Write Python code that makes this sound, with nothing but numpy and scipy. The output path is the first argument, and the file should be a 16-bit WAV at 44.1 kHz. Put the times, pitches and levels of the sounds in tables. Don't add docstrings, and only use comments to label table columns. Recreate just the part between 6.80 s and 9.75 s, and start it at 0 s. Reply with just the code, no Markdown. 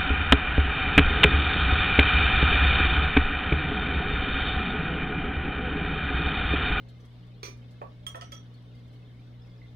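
import sys
import numpy as np
from scipy import signal
from scipy.fft import rfft, irfft
from scipy.io import wavfile
from scipy.ndimage import uniform_filter1d

SR = 44100
rng = np.random.default_rng(int(sys.argv[2]) if len(sys.argv) > 2 else 0)


def output_pcm(signal):
    pcm = np.clip(np.atleast_2d(signal).T, -1, 1) * 32767
    wavfile.write(sys.argv[1], SR, np.round(pcm).astype(np.int16))


def gain_from_decibels(decibels):
    exponent = np.asarray(decibels, float) / 20
    return 10 ** exponent


N = 130095
SIDES = np.array([[0.5], [-0.5]])


def evened(x):
    return x / np.sqrt(np.mean(x ** 2) + 1e-20)


def read(points, hz):
    f, value = np.transpose(points)
    return np.interp(np.log(hz + 1), np.log(f + 1), value)


def add(mix, s, sound):
    part = mix[..., round(s * SR):][..., :sound.shape[-1]]
    part += sound[..., :part.shape[-1]]


def tinted(x, points):
    hz = np.fft.rfftfreq(len(x), 1 / SR)
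    inside = (hz > 0.8 * points[0][0]) & (hz < points[-1][0])
    return evened(irfft(rfft(x) * gain_from_decibels(read(points, hz)) * inside, len(x)))


def drift(t, top_hz):
    waves = [np.sin(2 * np.pi * (f * t + rng.random())) / np.sqrt(f) for f in np.geomspace(1, top_hz, 24)]
    return evened(sum(waves))


# (multiple of the mains, level [dB rms])
HUM = [(1, -63.5), (2, -47.5), (3, -61), (4, -63.5), (5, -75), (6, -88.5), (8, -76.5), (9, -77), (10, -77)]


def pump():
    mains_hz, waver_db, pan_db, left_lag_s = 60.04, 0.6466, 0.5, 0.00034
    t = np.arange(N) / SR - np.array([[left_lag_s], [0]])
    slow = np.arange(0, N + 200, 200) / SR
    hum = np.zeros((2, N))
    for k, db in HUM:
        waver = waver_db * min(k * k / 4, 8) * np.interp(t, slow, drift(slow, 14))
        hum += np.sqrt(2) * gain_from_decibels(db + waver) * np.sin(2 * np.pi * (k * mains_hz * t + rng.random()))
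    return gain_from_decibels(pan_db * SIDES) * hum


def bubble(hz, cycles, glide=0.0037):
    u = np.arange(int(4 * cycles / hz * SR)) / SR * hz / cycles
    return np.sin(2 * np.pi * cycles * (u + glide * u ** 2)) * (1 - np.exp(-u / 0.25)) * np.exp(-1.6 * u)


# (time [s], peak level [dB], pitch [Hz])
BUBBLES = [(0.0923, -53, 3790), (0.1794, -59, 3000), (1.7435, -52, 4380), (2.2793, -57, 3280),
           (2.393, -57, 2370), (2.7, -64, 3530), (2.7367, -55.5, 3470), (2.816, -45, 2080),
           (2.857, -52, 2080), (2.68, -56.5, 2130), (1.66, -61, 3680),
           (0.0856, -52.5, 4250), (0.2046, -62, 6060), (0.3945, -71, 5100), (1.953, -59, 4820),
         (1.9994, -62, 4040), (2.1041, -59, 4130), (2.159, -57.5, 4400), (2.619, -56, 5200),
         (2.632, -68, 5200), (2.667, -68, 5100), (2.672, -66, 5560), (2.694, -70, 4700),
         (2.6958, -62, 5070), (2.7771, -61, 5250)]


def bubbles_and_drips():
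    ring_s, glide = 0.0075, -0.0027
    drops = np.zeros(N)
    for s, db, hz in BUBBLES:
        add(drops, s, gain_from_decibels(db + 0.5) * bubble(hz, hz * ring_s, glide))
    return drops + 0.67 * room(drops)


# (time [s], peak level [dB], left minus right [dB], length [s])
SPLASHES = [(0.084, -66, 0, 0.025), (0.198, -70, 1.0, 0.025), (0.248, -65.5, 0, 0.019),
            (0.39, -77, 3, 0.016), (0.464, -74, 2, .015), (0.768, -69, -1, 0.018), (0.905, -68.5, 0, 0.028),
            (1.736, -69, 0, .018), (1.819, -74, 0, .015), (1.946, -74, 0, 0.025), (1.986, -73, -2, .015),
            (2.076, -72, 1, .014), (2.123, -72, 0, 0.042), (2.658, -73, 0, .016)]
# (frequency [Hz], level [dB])
SPRAY = [(3000, -18), (4500, 9), (7000, 0.5), (12000, -3.5), (16000, -10)]


def splashes():
    rise_s = 0.005
    out, t = np.zeros((2, N)), np.arange(3000) / SR
    for s, db, pan_db, length in SPLASHES:
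        puff = np.array([tinted(rng.standard_normal(3000), SPRAY) for _ in "lr"])
        swell = np.minimum(t / rise_s, 1) * np.exp(-(t / length) ** 2)
        add(out, s, gain_from_decibels(db - 2 + pan_db * SIDES) * puff * swell)
    return out


def fizz():
    per_s, level_db, middle_hz, spread = 400, -70.5, 3405, 0.2
    out = np.zeros((2, N))
    size = gain_from_decibels(2.4 * np.minimum(rng.exponential(1, N), 5)) * (rng.random(N) < per_s / SR)
    kind = rng.integers(0, 40, N)
    for k, (a, b) in enumerate(rng.standard_normal((40, 2))):
        hz = middle_hz * np.exp(spread * a)
        ring = gain_from_decibels(read(WATER, hz)) * bubble(hz, cycles=46)
        grain = signal.oaconvolve(size * (kind == k), ring)[:N]
        out += [grain * gain_from_decibels(2 * b), np.roll(grain, k % 7 - 3) / gain_from_decibels(2 * b)]
    return gain_from_decibels(level_db) * evened(out)


def struck(hits, modes, rub, twin_hz, twin):
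    attack_s, attack_cycles, rattle = 0.001, 0.8, 0.5
    out, t = np.zeros(N), np.arange(12000) / SR
    for s, ring_db, rub_db, rub_s, tilt_db in hits:
        ring = np.zeros(len(t))
        for hz, db, t60 in modes:
            decay = gain_from_decibels(db + tilt_db * np.log2(hz / 3000) - 60 * t / t60)
            onset = 1 - np.exp(-t * hz / attack_cycles)
            tone = np.sin(2 * np.pi * hz * t)
            upper = twin * np.sin(2 * np.pi * ((hz + twin_hz) * t + rng.random()))
            lower = 0.74 * twin * np.sin(2 * np.pi * ((hz - 1.42 * twin_hz) * t + rng.random()))
            uneven = 1 + rattle * evened(uniform_filter1d(rng.standard_normal(len(t)), size=500))
            ring += decay * onset * (tone + upper + lower) * uneven
        colour = [(hz, db + tilt_db * np.log2(hz / 3000)) for hz, db in rub]
        scrape = tinted(rng.standard_normal(len(t)), colour) * gain_from_decibels(rub_db - 60 * t / rub_s)
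        add(out, s, (gain_from_decibels(ring_db) * ring + scrape) * np.minimum(t / attack_s, 1))
    return out


# (time [s], ring [dB], contact [dB], contact t60 [s], brightness [dB per octave])
DISH_HITS = [
    (.630, -42.5, -36.5, 0.045, -2.1),
    (.642, -50, -48, .04, 2),
    (.652, -52.5, -47.5, 0.17, 0.5),
    (.658, -53.5, -60, .04, 0),
    (.681, -55, -54, 0.098, -3.5),
]
# (frequency [Hz], level [dB], t60 [s])
DISH = [(422, 4.5, 0.049), (1179, -6, 0.13), (1300, -19, 0.055), (2116, -7.5, 0.21), (2353, -2.5, 0.14),
        (2396, -11, 0.18), (3465, -11, 0.084), (4457, -6.5, 0.15), (5000, -17.5, 0.053), (5426, -15, .12),
        (5920, -5.5, 0.15), (7240, -24, 0.084), (7600, -19, .1), (9060, -10.5, 0.18)]
# (frequency [Hz], level [dB])
DISH_RUB = [(300, -15), (1100, -0.5), (2300, -5), (6000, -4), (8000, -18.5), (16000, -17)]


def dish():
    return struck(DISH_HITS, DISH, DISH_RUB, twin_hz=44.8, twin=0.25)


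CUP_HITS = [
    (1.0154, -37.5, -38.5, 0.076, 0.7),
    (1.024, -53.5, -52, 0.044, 0),
    (1.04, -55.5, -57, 0.043, -1),
    (1.072, -73, -75, 0.022, -3),
]
# (frequency [Hz], level [dB], t60 [s])
CUP = [(480, 3.5, 0.047), (536, 1, .06), (667, -1.5, 0.08), (780, 0, 0.025), (964, 0.5, 0.05),
       (1126, 2, 0.052), (1370, -24, 0.03), (1800, -7, 0.032), (2470, -9, 0.019)]
# (frequency [Hz], level [dB])
CUP_RUB = [(300, -16), (600, 14), (1300, -4.5), (2000, -36), (3000, -23), (4500, -50)]


def cup():
    return struck(CUP_HITS, CUP, CUP_RUB, twin_hz=29.2, twin=0.23)


SPOON_HITS = [
    (1.2655, -42, -40, 0.033, 2.2),
    (1.355, -50, -52, 0.054, -.6),
    (1.391, -74, -66, 0.026, 0.5),
]
# (frequency [Hz], level [dB], t60 [s])
SPOON = [(517, 2.5, 0.038), (716, -3.5, 0.067), (1110, -3, .06), (1274, 1.5, 0.063), (1920, -11, 0.04),
         (3272, 7, 0.07), (5803, -7, 0.13), (6970, -12, 0.056), (8940, -9.5, 0.077), (10060, -21, 0.073),
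         (12900, -16, 0.06), (13750, -18, .1), (15120, -20, 0.07), (15580, -19, 0.053)]
# (frequency [Hz], level [dB])
SPOON_RUB = [(400, 6.5), (1500, 9.5), (2800, 5.5), (4800, -1), (7500, -0.5), (16000, -31)]


def spoon():
    return struck(SPOON_HITS, SPOON, SPOON_RUB, twin_hz=24.7, twin=0.25)


LID_HITS = [
    (1.3458, -37, -40, 0.081, 0.3),
    (1.356, -53.5, -61, 0.045, -0.4),
]
# (frequency [Hz], level [dB], t60 [s])
LID = [(502, -22, 0.057), (570, -6, 0.067), (670, -4, 0.12), (400, -4, 0.055), (757, -2.5, 0.035),
       (1000, -2, 0.057), (1144, -2, 0.068), (1325, -1.5, 0.076), (1819, 3, 0.045), (2520, -16, .03)]


def lid():
    return struck(LID_HITS, LID, CUP_RUB, twin_hz=30, twin=0.24)


FORK_HITS = [
    (1.4105, -46.5, -43, 0.031, 1),
    (1.419, -52.5, -46.5, 0.046, -2.6),
    (1.426, -54.5, -61, .04, -2.6),
]
# (frequency [Hz], level [dB], t60 [s])
FORK = [(675, -1, 0.059), (973, -14, 0.054), (1270, 5, .04), (1870, -8, 0.07), (2460, -11, 0.063),
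        (2805, -2, 0.056), (3090, 1, 0.042), (3310, 4, .05), (4474, -3.5, 0.032), (4890, -5, .05),
        (5860, -15, 0.25), (8960, -23, 0.11), (12600, -20, .08)]


def fork():
    return struck(FORK_HITS, FORK, SPOON_RUB, twin_hz=40, twin=0.28)


SPOON_AGAIN_HITS = [
    (1.519, -46.5, -47.5, 0.084, 0.16),
]
# (frequency [Hz], level [dB], t60 [s])
SPOON_AGAIN = [(568, -4.5, 0.091), (984, -7, 0.07), (1300, -1, 0.11), (1910, -12, 0.2), (2126, -6, 0.071),
               (2760, -5.5, 0.072), (3310, 0, 0.23), (4800, -14, 0.07), (5890, 0.5, 0.17), (6950, -18, .1),
               (9022, -17, .13), (9850, -14, 0.06), (13400, -18, 0.11), (14210, -18, 0.08)]


def spoon_again():
    return struck(SPOON_AGAIN_HITS, SPOON_AGAIN, SPOON_RUB, twin_hz=31.0, twin=0.53)


# (frequency [Hz], right minus left [dB])
SHADOW = [(300, 3), (1500, 3.5), (5000, 8), (14000, 1)]


def tableware():
    left_lag, room_db = 20, -3
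    table = dish() + spoon() + spoon_again() + cup() + lid() + fork()
    near = np.array([np.roll(table, left_lag), table]) + gain_from_decibels(room_db) * room(table)
    shade_db = -SIDES * read(SHADOW, np.fft.rfftfreq(N, 1 / SR))
    return irfft(rfft(near) * gain_from_decibels(shade_db), N)


# (frequency [Hz], t60 [s])
ROOM = [(300, 0.21), (1500, 0.24), (5000, 0.22), (14000, 0.17)]


def room(x):
    taps = np.zeros((2, SR // 2))
    at = np.arange(200, SR // 2 - 20, 20)
    when = at + rng.integers(0, 20, (2, len(at)))
    signs = rng.choice([-1., 1.], (2, len(at)))
    np.put_along_axis(taps, when, signs, 1)
    hz, t, z = signal.stft(taps, SR, nperseg=256)
    tail = signal.istft(z * gain_from_decibels(-60 * t / read(ROOM, hz)[:, None]), SR, nperseg=256)[1]
    return signal.fftconvolve(x[None], tail / np.linalg.norm(tail[0]), axes=1)[:, :N]


# (frequency [Hz], likeness [0 to 1])
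SAME = [(60, 1), (180, 1), (550, 0.54), (1650, 0.018), (4970, 0.033), (15000, 0.18)]
# (frequency [Hz], left minus right [dB])
LEAN = [(60, 1.7), (240, 0), (950, -0.8), (3770, 2.5), (15000, -1.5)]


def wash(points, size, patchy_db, comb=0.61):
    flicker_db = 0.5
    frames, hz = 4 * N // size + 5, np.fft.rfftfreq(size, 1 / SR)
    a, b, c, d, patches = rng.standard_normal((frames, len(hz), 5)).T
    patches = evened(uniform_filter1d(uniform_filter1d(patches, size=3, axis=0), size=8, axis=1))
    colour = evened(uniform_filter1d(rng.standard_normal((len(hz), 1)), size=2, axis=0))
    patches = patches + comb * colour
    same = np.clip(read(SAME, hz), 0, 0.93)[:, None]
    left = a + 1j * b
    right = same * left + np.sqrt(1 - same ** 2) * (c + 1j * d)
    right = right / gain_from_decibels(read(LEAN, hz))[:, None]
    inside = (hz >= points[0][0]) & (hz <= points[-1][0])
    flicker = flicker_db * drift(np.arange(frames) * size / 4 / SR, 30)
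    level = gain_from_decibels(read(points, hz)[:, None] + patchy_db * patches + flicker)
    spectra = np.array([left, right]) * level * inside[:, None]
    return evened(signal.istft(spectra, nperseg=size, noverlap=3 * size // 4)[1][:, :N])


# (frequency [Hz], level [dB per Hz])
WATER = [(410, -3), (700, -8.5), (1060, -6.5), (2000, -7.5), (2800, -13.5), (3500, -9), (6000, -21.5),
         (7200, -28.5), (16000, -36)]


def water_hiss():
    return gain_from_decibels(-66 + 0.5) * wash(WATER, size=1024, patchy_db=2.5)


# (frequency [Hz], level [dB per Hz])
DRONE = [(395, -11.5), (428, 6.5), (450, 1), (475, -14), (500, -0.5)]


def filter_box():
    return gain_from_decibels(-70) * wash(DRONE, size=4096, patchy_db=-1.0)


# (frequency [Hz], level [dB per Hz])
RUMBLE = [(16, -12), (60, -3), (84, -2.5), (98, -24.5), (130, -9.5), (280, -11), (440, -23), (800, -23.5)]


def room_rumble():
    return gain_from_decibels(-56.5) * wash(RUMBLE, size=8192, patchy_db=1.5)


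def scene():
    near = tableware() + pump() + fizz() + splashes() + bubbles_and_drips()
    return near + filter_box() + room_rumble() + water_hiss()


def low_pass(x):
    return signal.sosfilt(signal.butter(12, 16510, fs=SR, output="sos"), x)


def record(dry):
    return low_pass(dry)


dry = scene()
out = record(dry)
output_pcm(out)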